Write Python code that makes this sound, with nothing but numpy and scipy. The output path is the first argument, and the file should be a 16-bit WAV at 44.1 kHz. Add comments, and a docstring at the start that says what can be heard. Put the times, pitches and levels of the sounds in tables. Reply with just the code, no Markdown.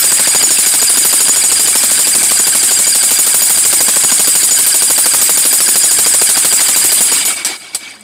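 """Rapid hammering, about 13 blows a second: an electric jackhammer breaks a concrete slab in a yard, then coasts down.
Each blow cracks on concrete (shaped noise), adds a dull low burst (impulses) and rings the steel bit and barrel.
Gear harmonics whine and sag on every compression stroke over fan noise; after switch-off the gears whirr in surges.
Loose clacks, falling chips, a low shudder and a faint yard complete it. The close microphone overloads softly,
and a look-ahead limiter ducks just before each peak."""
import sys
import numpy as np
from scipy import signal
from scipy.fft import rfft, irfft, next_fast_len
from scipy.io import wavfile
from scipy.ndimage import uniform_filter1d, minimum_filter1d

SR = 44100
rng = np.random.default_rng(int(sys.argv[2]) if len(sys.argv) > 2 else 0)


def put_to_file(sound):
    """Save the sound as 16-bit audio at rate SR, in the file named by the first command-line argument."""
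    columns = np.atleast_2d(sound).T  # one column per channel
    safe = np.clip(columns, -1, 1)
    whole_steps = np.round(safe * 32767)
    wavfile.write(sys.argv[1], SR, whole_steps.astype(np.int16))


N = 354519
TIME = np.arange(N) / SR  # s

# All levels in the tables are relative.

# Pace of the crank, each value held until the next row: (time [s], rate [blows/s])
CRANK_PACE = [(-0.0363, 13.037), (0.3473, 12.696), (0.5048, 12.871), (1.4371, 12.737), (1.8297, 12.521),
              (3.1873, 12.971), (4.0354, 12.655), (4.4305, 12.855), (4.7417, 12.698), (5.4505, 13.079),
              (5.6798, 13.121), (6.2896, 12.731), (6.918, 11.364), (7.006, 9.033), (7.1167, 7.418),
              (7.2515, 5.092)]


def blow_times():
    """Crank kinematics: the striker lands each time the integrated rate completes a turn."""
    start_s, blows_per_s = np.transpose(CRANK_PACE)
    turns_per_row = blows_per_s[:-1] * np.diff(start_s)
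    turns = np.concatenate([[0], np.cumsum(turns_per_row)])
    return np.interp(np.arange(round(turns[-1]) + 1), turns, start_s)


# Force of the striker, weakening as the motor slows: (time [s], level [dB])
STRIKER_FORCE = [(-.04, -4.5), (.03, -1.5), (7, 0.5), (7.12, -3), (7.25, -9)]
# Nominal modes of the steel bit, before shift and damping: (frequency [Hz], level [dB], decay by 60 dB [s])
BIT_MODES = [(4015, -28, .3), (4835, -17, .25), (5375, -19, .18), (6950, -1, .11), (7465, -17, .5),
             (8105, -17, .4), (8665, -14, .3), (9275, -11, .25), (9393, -8, .28), (10140, -14, .22),
             (10557, -13, .28), (11336, -27, .25), (11865, -23, .22), (12037, -15, .21), (14376, -30, .2),
             (14871, -21, .24), (15272, -25, .24)]
# How freely the low modes ring as the bit shifts in its seat: (time [s], level [dB])
LOW_MODE_RING = [(0.04, 3.5), (2.23, -1), (3.19, -0.5), (3.34, -4), (4.59, 3), (4.9, -3), (5.98, 1),
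                 (6.29, -3.5), (7.12, -1)]
# The same for the high modes: (time [s], level [dB])
HIGH_MODE_RING = [(0.04, 7), (0.35, 2), (1.13, 10), (1.44, -11), (1.59, 3), (2.71, -1), (2.87, -1),
                  (3.34, 12), (3.96, 2), (5.53, 11), (6.29, -1), (6.45, 6), (6.6, 6), (6.92, 9.6),
                  (7.12, 6)]


def bit(level_db=-0.5, chatter_s=0.026, chatter=0.66, scatter_db=1.5, seating_db=1.5,
        high_damping=1.4, detune=.0018, beating=1.1):
    """Modal synthesis: each blow and its chatter on the slab excite modes that every new seating shifts slightly."""
    blows = blow_times()
    count = len(blows)
    ring_curves = np.array([curve(LOW_MODE_RING, blows), curve(HIGH_MODE_RING, blows)])
    low_db, high_db = ring_curves + seating_db * rng.standard_normal((count, 2)).T
    latest_blow = np.maximum(np.searchsorted(blows, TIME) - 1, 0)
    out = np.zeros(N)
    for hz, mode_db, t60 in BIT_MODES:
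        # the blow itself, then two later contacts
        contacts = blows[:, None] + chatter_s * rng.random((count, 3)) * np.arange(3) / 2
        luck, shift = rng.standard_normal((count, 2)).T
        high_share = np.interp(hz, [9500, 11500], [0, 1])
        ring_db = high_share * (high_db - low_db) + low_db
        blow_gain = gain_of(mode_db + ring_db + curve(STRIKER_FORCE, blows) + scatter_db * luck)
        sizes = blow_gain[:, None] * np.array([1, chatter, chatter])
        shifted_hz = hz * (1 + detune * shift[latest_blow])
        out += mode(contacts, sizes, shifted_hz, t60 / high_damping ** high_share, beating)
    return gain_of(level_db) * out


def barrel(clang, level_db=2.5, t60=0.42, scatter_db=0.5):
    """High modal density: countless close modes act as decaying noise that lasts into the next blow."""
    blows = blow_times()
    blow_db = level_db + curve(STRIKER_FORCE, blows) + scatter_db * rng.standard_normal(len(blows))
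    return clang * bursts(blows, blow_db, t60)


# Crack of steel on concrete: (frequency [Hz], spectral level [dB per Hz])
CRACK_SPECTRUM = [(60, -41), (200, 3.5), (600, 0.5), (2000, 1), (5000, 8.5), (9000, -5.5), (12000, 7),
                  (15500, -6.5)]
# Level of the dull low burst: (time [s], level [dB])
LOW_BURST_LEVEL = [(0.04, 2.5), (0.35, 7), (0.5, 1.5), (1.28, 5), (1.44, -2.5), (1.59, 3.5), (2.23, -0.5),
                   (2.39, 3.5), (2.71, -0.4), (4.11, 5.5), (4.27, 3), (4.43, -4), (5.21, 5), (5.37, 3),
                   (7.12, 2), (7.25, -18)]


def concrete(crack_db=0, crack_t60=0.12, low_burst_db=19, low_burst_s=.014,
             recoil_db=-41, recoil_s=0.037, scatter_db=1.2, count=14):
    """Impact noise: a sharp crack, a dull low burst as from an overloaded microphone, then a recoil thump."""
    blows = blow_times()
    blows = blows[blows > 0]
    force_db = curve(STRIKER_FORCE, blows)
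    burst_db = curve(LOW_BURST_LEVEL, blows) + scatter_db * rng.standard_normal(len(blows))
    crack = bursts(blows, crack_db + force_db, crack_t60) * noise(CRACK_SPECTRUM)

    burst_times = blows[:, None] + low_burst_s * rng.random((len(blows), count))
    sizes = rng.standard_normal((len(blows), count))
    sizes /= sizes.std(1, keepdims=True)  # equal spread in every blow
    sizes *= gain_of(low_burst_db + burst_db + force_db)[:, None]
    low_burst = band(clicks(burst_times, sizes) + 1e-12, 203, 1350)
    low_burst = band(low_burst, 130, 3300)

    # the machine falls back on the bit
    thump = noise([(25, -18), (95, 5), (200, -12), (900, -50)])
    recoil = bursts(blows + recoil_s, recoil_db + force_db, 0.099) * thump
    return crack + low_burst + recoil


# Clacks of the loose bit as the machine runs down: (time [s], level [dB], decay by 60 dB [s])
LOOSE_CLACKS = [(7.4479, 0.5, 0.1), (7.747, -8.5, 0.093)]
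# Modes of the bit holder: (frequency [Hz], level [dB], decay by 60 dB [s])
HOLDER_MODES = [(4070, -20, 0.1), (4720, -7, 0.047), (5679, -6.5, 0.037), (7700, -11, 0.094),
                (8027, -7.5, 0.11), (9362, -5, 0.076)]


def holder(clang, ring_db=1, clang_db=-5, crack_db=-5, after_db=-25, after_t60=0.79):
    """Free impact: the undriven bit clacks and excites the holder's modes; the barrel sings on faintly."""
    times, clack_db, _ = np.transpose(LOOSE_CLACKS)
    ring = np.zeros(N)
    for hz, mode_db, t60 in HOLDER_MODES:
        ring += mode(times, gain_of(clack_db + mode_db), hz, t60, beating=0.35)
    fade = sum(bursts([at], [peak_db], t60) for at, peak_db, t60 in LOOSE_CLACKS)
    barrel_fade = gain_of(clang_db) * fade + bursts(times, clack_db + after_db, after_t60)
    crack = fade * band(noise(CRACK_SPECTRUM), 150, 8100)
    return gain_of(ring_db) * ring + barrel_fade * clang + gain_of(crack_db) * crack


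# Rush of the motor's fan and gears: (frequency [Hz], spectral level [dB per Hz])
RUSH_SPECTRUM = [(25, -30.5), (60, -23), (130, -16), (210, -3.5), (320, 2), (480, -8), (750, 0.5),
                 (1000, -2.5), (1600, 2), (3200, 3), (4600, 1.5), (5800, -5), (9000, -3.5), (15000, -30)]
# Motor noise under power, then dying away after switch-off: (time [s], level [dB])
MOTOR_LEVEL = [(0, -10.5), (1, -13.5), (4, -14.5), (6, -14.5), (6.6, -12), (7.1, -11), (7.22, -16),
               (7.25, -26), (7.6, -39), (8.04, -41)]
# Strength of the gear whine: (time [s], level [dB])
WHINE_LEVEL = [(0, -21.5), (1, -19), (2, -23.5), (3, -18.5), (3.7, -23), (4.3, -19.5), (4.8, -18.5),
               (5.3, -20.5), (6, -17), (6.8, -21), (7.2, -34), (7.6, -59), (8, -46)]
# One crank turn from blow to blow: (phase [share of turn], speed [factor], gear load [dB])
CRANK_STROKE = [(0, .92, 8.5), (.15, .96, -7.5), (.55, 1.03, -10.5), (.7, 1.025, 0.5), (.81, .995, 2),
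                (.92, .94, 3.5), (1, .92, -13)]
# Harmonics of the gear mesh: (multiple of mesh frequency, level [dB])
MESH_HARMONICS = [(1, -8), (2, -12), (3, -2.5)]
# Resonances of the housing: (frequency [Hz], bandwidth [Hz], level [dB])
HOUSING_PEAKS = [(1560, 32, -12), (2257, 80, -0.5), (3000, 77, -11), (4796, 79, 5.5)]
MESHES_PER_BLOW = 127
SWITCH_OFF_S = 7.2


def motor(rush_db=-3, load_share=0.13, singing_share=0.45, flutter=0.00494,
          stroke_scatter_db=0.8, tooth_rough=0.51, patchy_db=4.0):
    """Gear-mesh frequency modulation: compressing the air cushion loads and slows the gears; the housing resonates."""
    # the last turn would end after the sound does
    turns_at = np.concatenate([blow_times(), np.transpose(LOOSE_CLACKS)[0], [8.35]])
    turns = np.interp(TIME, turns_at, np.arange(len(turns_at)))
    turns_per_s = np.interp(TIME, (turns_at[1:] + turns_at[:-1]) / 2, 1 / np.diff(turns_at))
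    speed = curve(CRANK_STROKE, turns % 1)
    load_db = curve(CRANK_STROKE, turns % 1, axis=2)

    mesh_hz = MESHES_PER_BLOW * turns_per_s * speed * (1 + flutter * wander(200))
    angle = 2 * np.pi * np.cumsum(mesh_hz) / SR
    luck_db = stroke_scatter_db * rng.standard_normal(len(turns_at))[turns.astype(int)]
    teeth = np.zeros(N)
    for multiple, db in MESH_HARMONICS:
        # uneven teeth roughen every harmonic
        roughness = 1 + tooth_rough * wander(180)
        teeth += gain_of(db) * roughness * np.sin(round(multiple) * angle)
    whine = gain_of(curve(WHINE_LEVEL) + load_db + luck_db) * evened(teeth)

    powered = np.interp(TIME - SWITCH_OFF_S, [0, .1], [1, 0])
    running = gain_of(curve(MOTOR_LEVEL)) + coasting()
    level_db = 20 * np.log10(running) + rush_db + load_share * load_db * powered
    drive = whine + gain_of(level_db) * patchy(noise(RUSH_SPECTRUM), patchy_db)
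    housing = np.zeros(N)
    for hz, width_hz, db in HOUSING_PEAKS:
        b, a = signal.iirpeak(hz, hz / width_hz, fs=SR)
        housing += gain_of(db) * signal.lfilter(b, a, drive)
    return drive + housing + singing(level_db + singing_share * load_db * powered, powered)


# Whirring surges of the coasting gears, one a slow piston stroke: (start [s], length [s], level [dB])
COASTING_SURGES = [(7.251, 0.1, -18), (7.352, 0.092, -22), (7.44, .14, -19), (7.59, 0.15, -34.5),
                   (7.726, 0.047, -31), (7.783, 0.19, -30.5)]


def coasting(peak_share=0.33, roundness=0.8):
    """Amplitude modulation: each slow stroke makes the gain swell to a peak and sink again."""
    gain = np.zeros(N)
    for start_s, length_s, db in COASTING_SURGES:
        arch = np.interp((TIME - start_s) / length_s, [0, np.clip(peak_share, .1, .9), 1], [0, 1, 0])
        gain += gain_of(db) * np.sin(np.pi / 2 * arch) ** roundness
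    return gain


# Sharp casing resonances:
# (frequency [Hz], sway rate [points/s], level under power [dB], level while coasting [dB])
CASING_RESONANCES = [(2277, 130, -15, -6), (4843, 60, -3.5, -13)]


def singing(drive_db, powered):
    """Sustained resonance: gear drive keeps the casing ringing, as tones of randomly swaying amplitude and phase."""
    out = np.zeros(N)
    for hz, points_per_s, powered_db, coasting_db in CASING_RESONANCES:
        sway = wander(points_per_s) + 1j * wander(points_per_s)
        level_db = drive_db + powered * powered_db + (1 - powered) * coasting_db
        out += gain_of(level_db) * (sway * np.exp(2j * np.pi * hz * TIME)).real
    return out


# Small chips of concrete settling: (time [s], level [dB])
CHIP_TICKS = [(7.86, -54), (7.909, -27), (7.954, -35), (7.995, -38), (8.009, -29)]


def chips(t60=0.028):
    """Light impacts: small chips give tiny bright bursts of noise."""
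    times, db = np.transpose(CHIP_TICKS)
    tick = noise([(1000, -30), (5000, -16), (6200, -14), (8300, 9), (10500, -11), (15500, -15)])
    return bursts(times, db, t60) * tick


# Low hum of the last slow turns: (time [s], level [dB])
HUM_LEVEL = [(7.6, -75), (7.9, -65), (8.0, -48), (8.04, -42)]


def shake(level_db=-41, hum_hz=210):
    """Forced vibration: the driven machine shudders as low noise, and hums on one tone in its last turns."""
    powered = np.interp(TIME, [7.1, 7.35], [1, .15])
    rumble = noise([(20, -16), (50, -19), (90, 2.0), (170, -3), (400, -8), (1500, -60)])
    shudder = gain_of(level_db) * powered * rumble
    hum = np.sqrt(2) * np.sin(2 * np.pi * hum_hz * TIME)  # rms 1
    return shudder + gain_of(curve(HUM_LEVEL)) * hum


def yard(level_db=-53):
    """Stationary ambient noise: a faint outdoor background of fixed spectrum."""
    air = noise([(30, -16), (120, -4), (220, -6), (500, 12), (2000, -3), (8000, -35), (15000, -26)])
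    return gain_of(level_db) * air


def gain_of(db):
    """Decibel law: 20 dB is a factor of ten in amplitude."""
    return 10 ** (np.asarray(db) / 20)


def evened(x):
    """Power normalization: scales to rms 1."""
    return x / np.sqrt(np.mean(x ** 2) + 1e-20)


def curve(rows, at=TIME, axis=1):
    """Linear interpolation: joins the rows of a table by straight lines."""
    rows = np.asarray(rows, float)
    return np.interp(at, rows[:, 0], rows[:, axis])


def noise(spectrum):
    """Spectral shaping: weights the transform of white noise, then scales to rms 1."""
    size = next_fast_len(N, True)
    hz, db = np.transpose(spectrum)
    log_hz = np.log(np.fft.rfftfreq(size, 1 / SR) + 1)
    shape = gain_of(np.interp(log_hz, np.log(hz), db))
    white = rng.standard_normal(size)
    return evened(irfft(rfft(white) * shape, size)[:N])


def clicks(times, sizes):
    """Impulsive excitation: single impulses at the given times."""
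    train = np.zeros(N, np.asarray(sizes).dtype)
    places = np.clip(np.ravel(times) * SR, 0, N - 1).astype(int)
    np.add.at(train, places, np.ravel(sizes))
    return train


def dying(train, t60):
    """Exponential damping: every impulse leaves a tail that shrinks a thousandfold in t60 seconds."""
    return signal.lfilter([1], [1, -np.exp(-np.log(1000) / (t60 * SR))], train)


def bursts(times, db, t60):
    """Incoherent addition: envelope of decaying bursts whose powers add."""
    # power shrinks a thousandfold in half the time that amplitude does
    return np.sqrt(dying(clicks(times, gain_of(db) ** 2) + 1e-18, t60 / 2))


def mode(times, sizes, hz, t60, beating=0, beats_per_s=70):
    """Damped oscillator struck with random phase; close neighbours and echoes make it swell and fade."""
    kicks = sizes * np.exp(2j * np.pi * rng.random(np.shape(sizes)))
    ring = dying(clicks(times, kicks) + 1e-12, t60)
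    cycles = np.cumsum(hz * np.ones(N)) / SR
    angle = (2 * np.pi * (cycles % 1)).astype(np.float32)
    sway = wander(beats_per_s) + 1j * wander(beats_per_s)
    ring = ring * (1 + beating * sway) / np.sqrt(1 + 2 * beating ** 2)
    return np.sqrt(2) * (ring.real * np.cos(angle) - ring.imag * np.sin(angle))


def band(x, low_hz, high_hz):
    """Causal band-pass filtering, steeper on the low side."""
    x = signal.sosfilt(signal.butter(2, low_hz, "high", fs=SR, output="sos"), x)
    return signal.sosfilt(signal.butter(1, high_hz, fs=SR, output="sos"), x)


def wander(per_s):
    """Random modulation: joins per_s random points a second by lines, with rms about 1."""
    points = rng.standard_normal(2000)
    return np.interp(TIME * per_s, np.arange(len(points)), points) * np.sqrt(3 / 2)


def patchy(x, depth_db):
    """Time-frequency modulation: patches of about 300 Hz by 12 ms flare and fade at random, making noise grainy."""
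    z = signal.stft(x, nperseg=512, noverlap=384)[2]
    patches = uniform_filter1d(rng.standard_normal(z.shape), size=4, axis=0)
    patches = uniform_filter1d(patches, size=4, axis=1)
    z = z * gain_of(depth_db * evened(patches))
    return evened(signal.istft(z, nperseg=512, noverlap=384)[1][:N])


# Dense ring of the steel barrel: (frequency [Hz], spectral level [dB per Hz])
CLANG_SPECTRUM = [(1500, -25), (4000, -21.5), (6000, -15.5), (6700, -11.5), (7300, -5), (7850, 0),
                  (8700, 1), (9300, -2), (9750, -7), (10300, -3), (11100, -14), (12500, -15),
                  (13600, -15.5), (15500, -26)]


def scene(patchy_db=3.5):
    """Superposition: all sources add at one microphone, the same in both channels."""
    clang = patchy(noise(CLANG_SPECTRUM), patchy_db)
    mono = bit() + barrel(clang) + concrete() + holder(clang) + chips() + motor() + shake() + yard()
    return np.array([mono, mono])


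def limiter(x, ceiling_db=-2, release_db_per_s=420, size=150):
    """Look-ahead gain control: ducks a few milliseconds before each peak and recovers quickly."""
    over_db = np.maximum(20 * np.log10(abs(x) + 1e-9) - ceiling_db, 0)
    # largest excess within the next size samples
    ahead_db = -minimum_filter1d(-over_db, size, origin=-(size // 2))
    fall_db = TIME * release_db_per_s
    held_db = np.maximum.accumulate(ahead_db + fall_db) - fall_db
    smooth_db = uniform_filter1d(held_db, size // 2, origin=-(size // 4))
    return x / gain_of(smooth_db)


def record(dry, overload_db=6, low_cut_hz=42, edge_hz=15800):
    """Saturation: the microphone rounds off large peaks and sheds deep bass; then limiter and band limit."""
    low_pass = signal.firwin(511, edge_hz, window=("kaiser", 9), fs=SR)
    rounded = gain_of(overload_db) * np.tanh(dry[0] / gain_of(overload_db))
    thinned = signal.sosfilt(signal.butter(1, low_cut_hz, "high", fs=SR, output="sos"), rounded)
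    # the band limit acts both before and after the limiter
    limited = limiter(signal.oaconvolve(thinned, low_pass, "same"))
    mono = signal.oaconvolve(limited, low_pass, "same")
    return np.array([mono, mono])


dry = scene()
out = record(dry)
put_to_file(out)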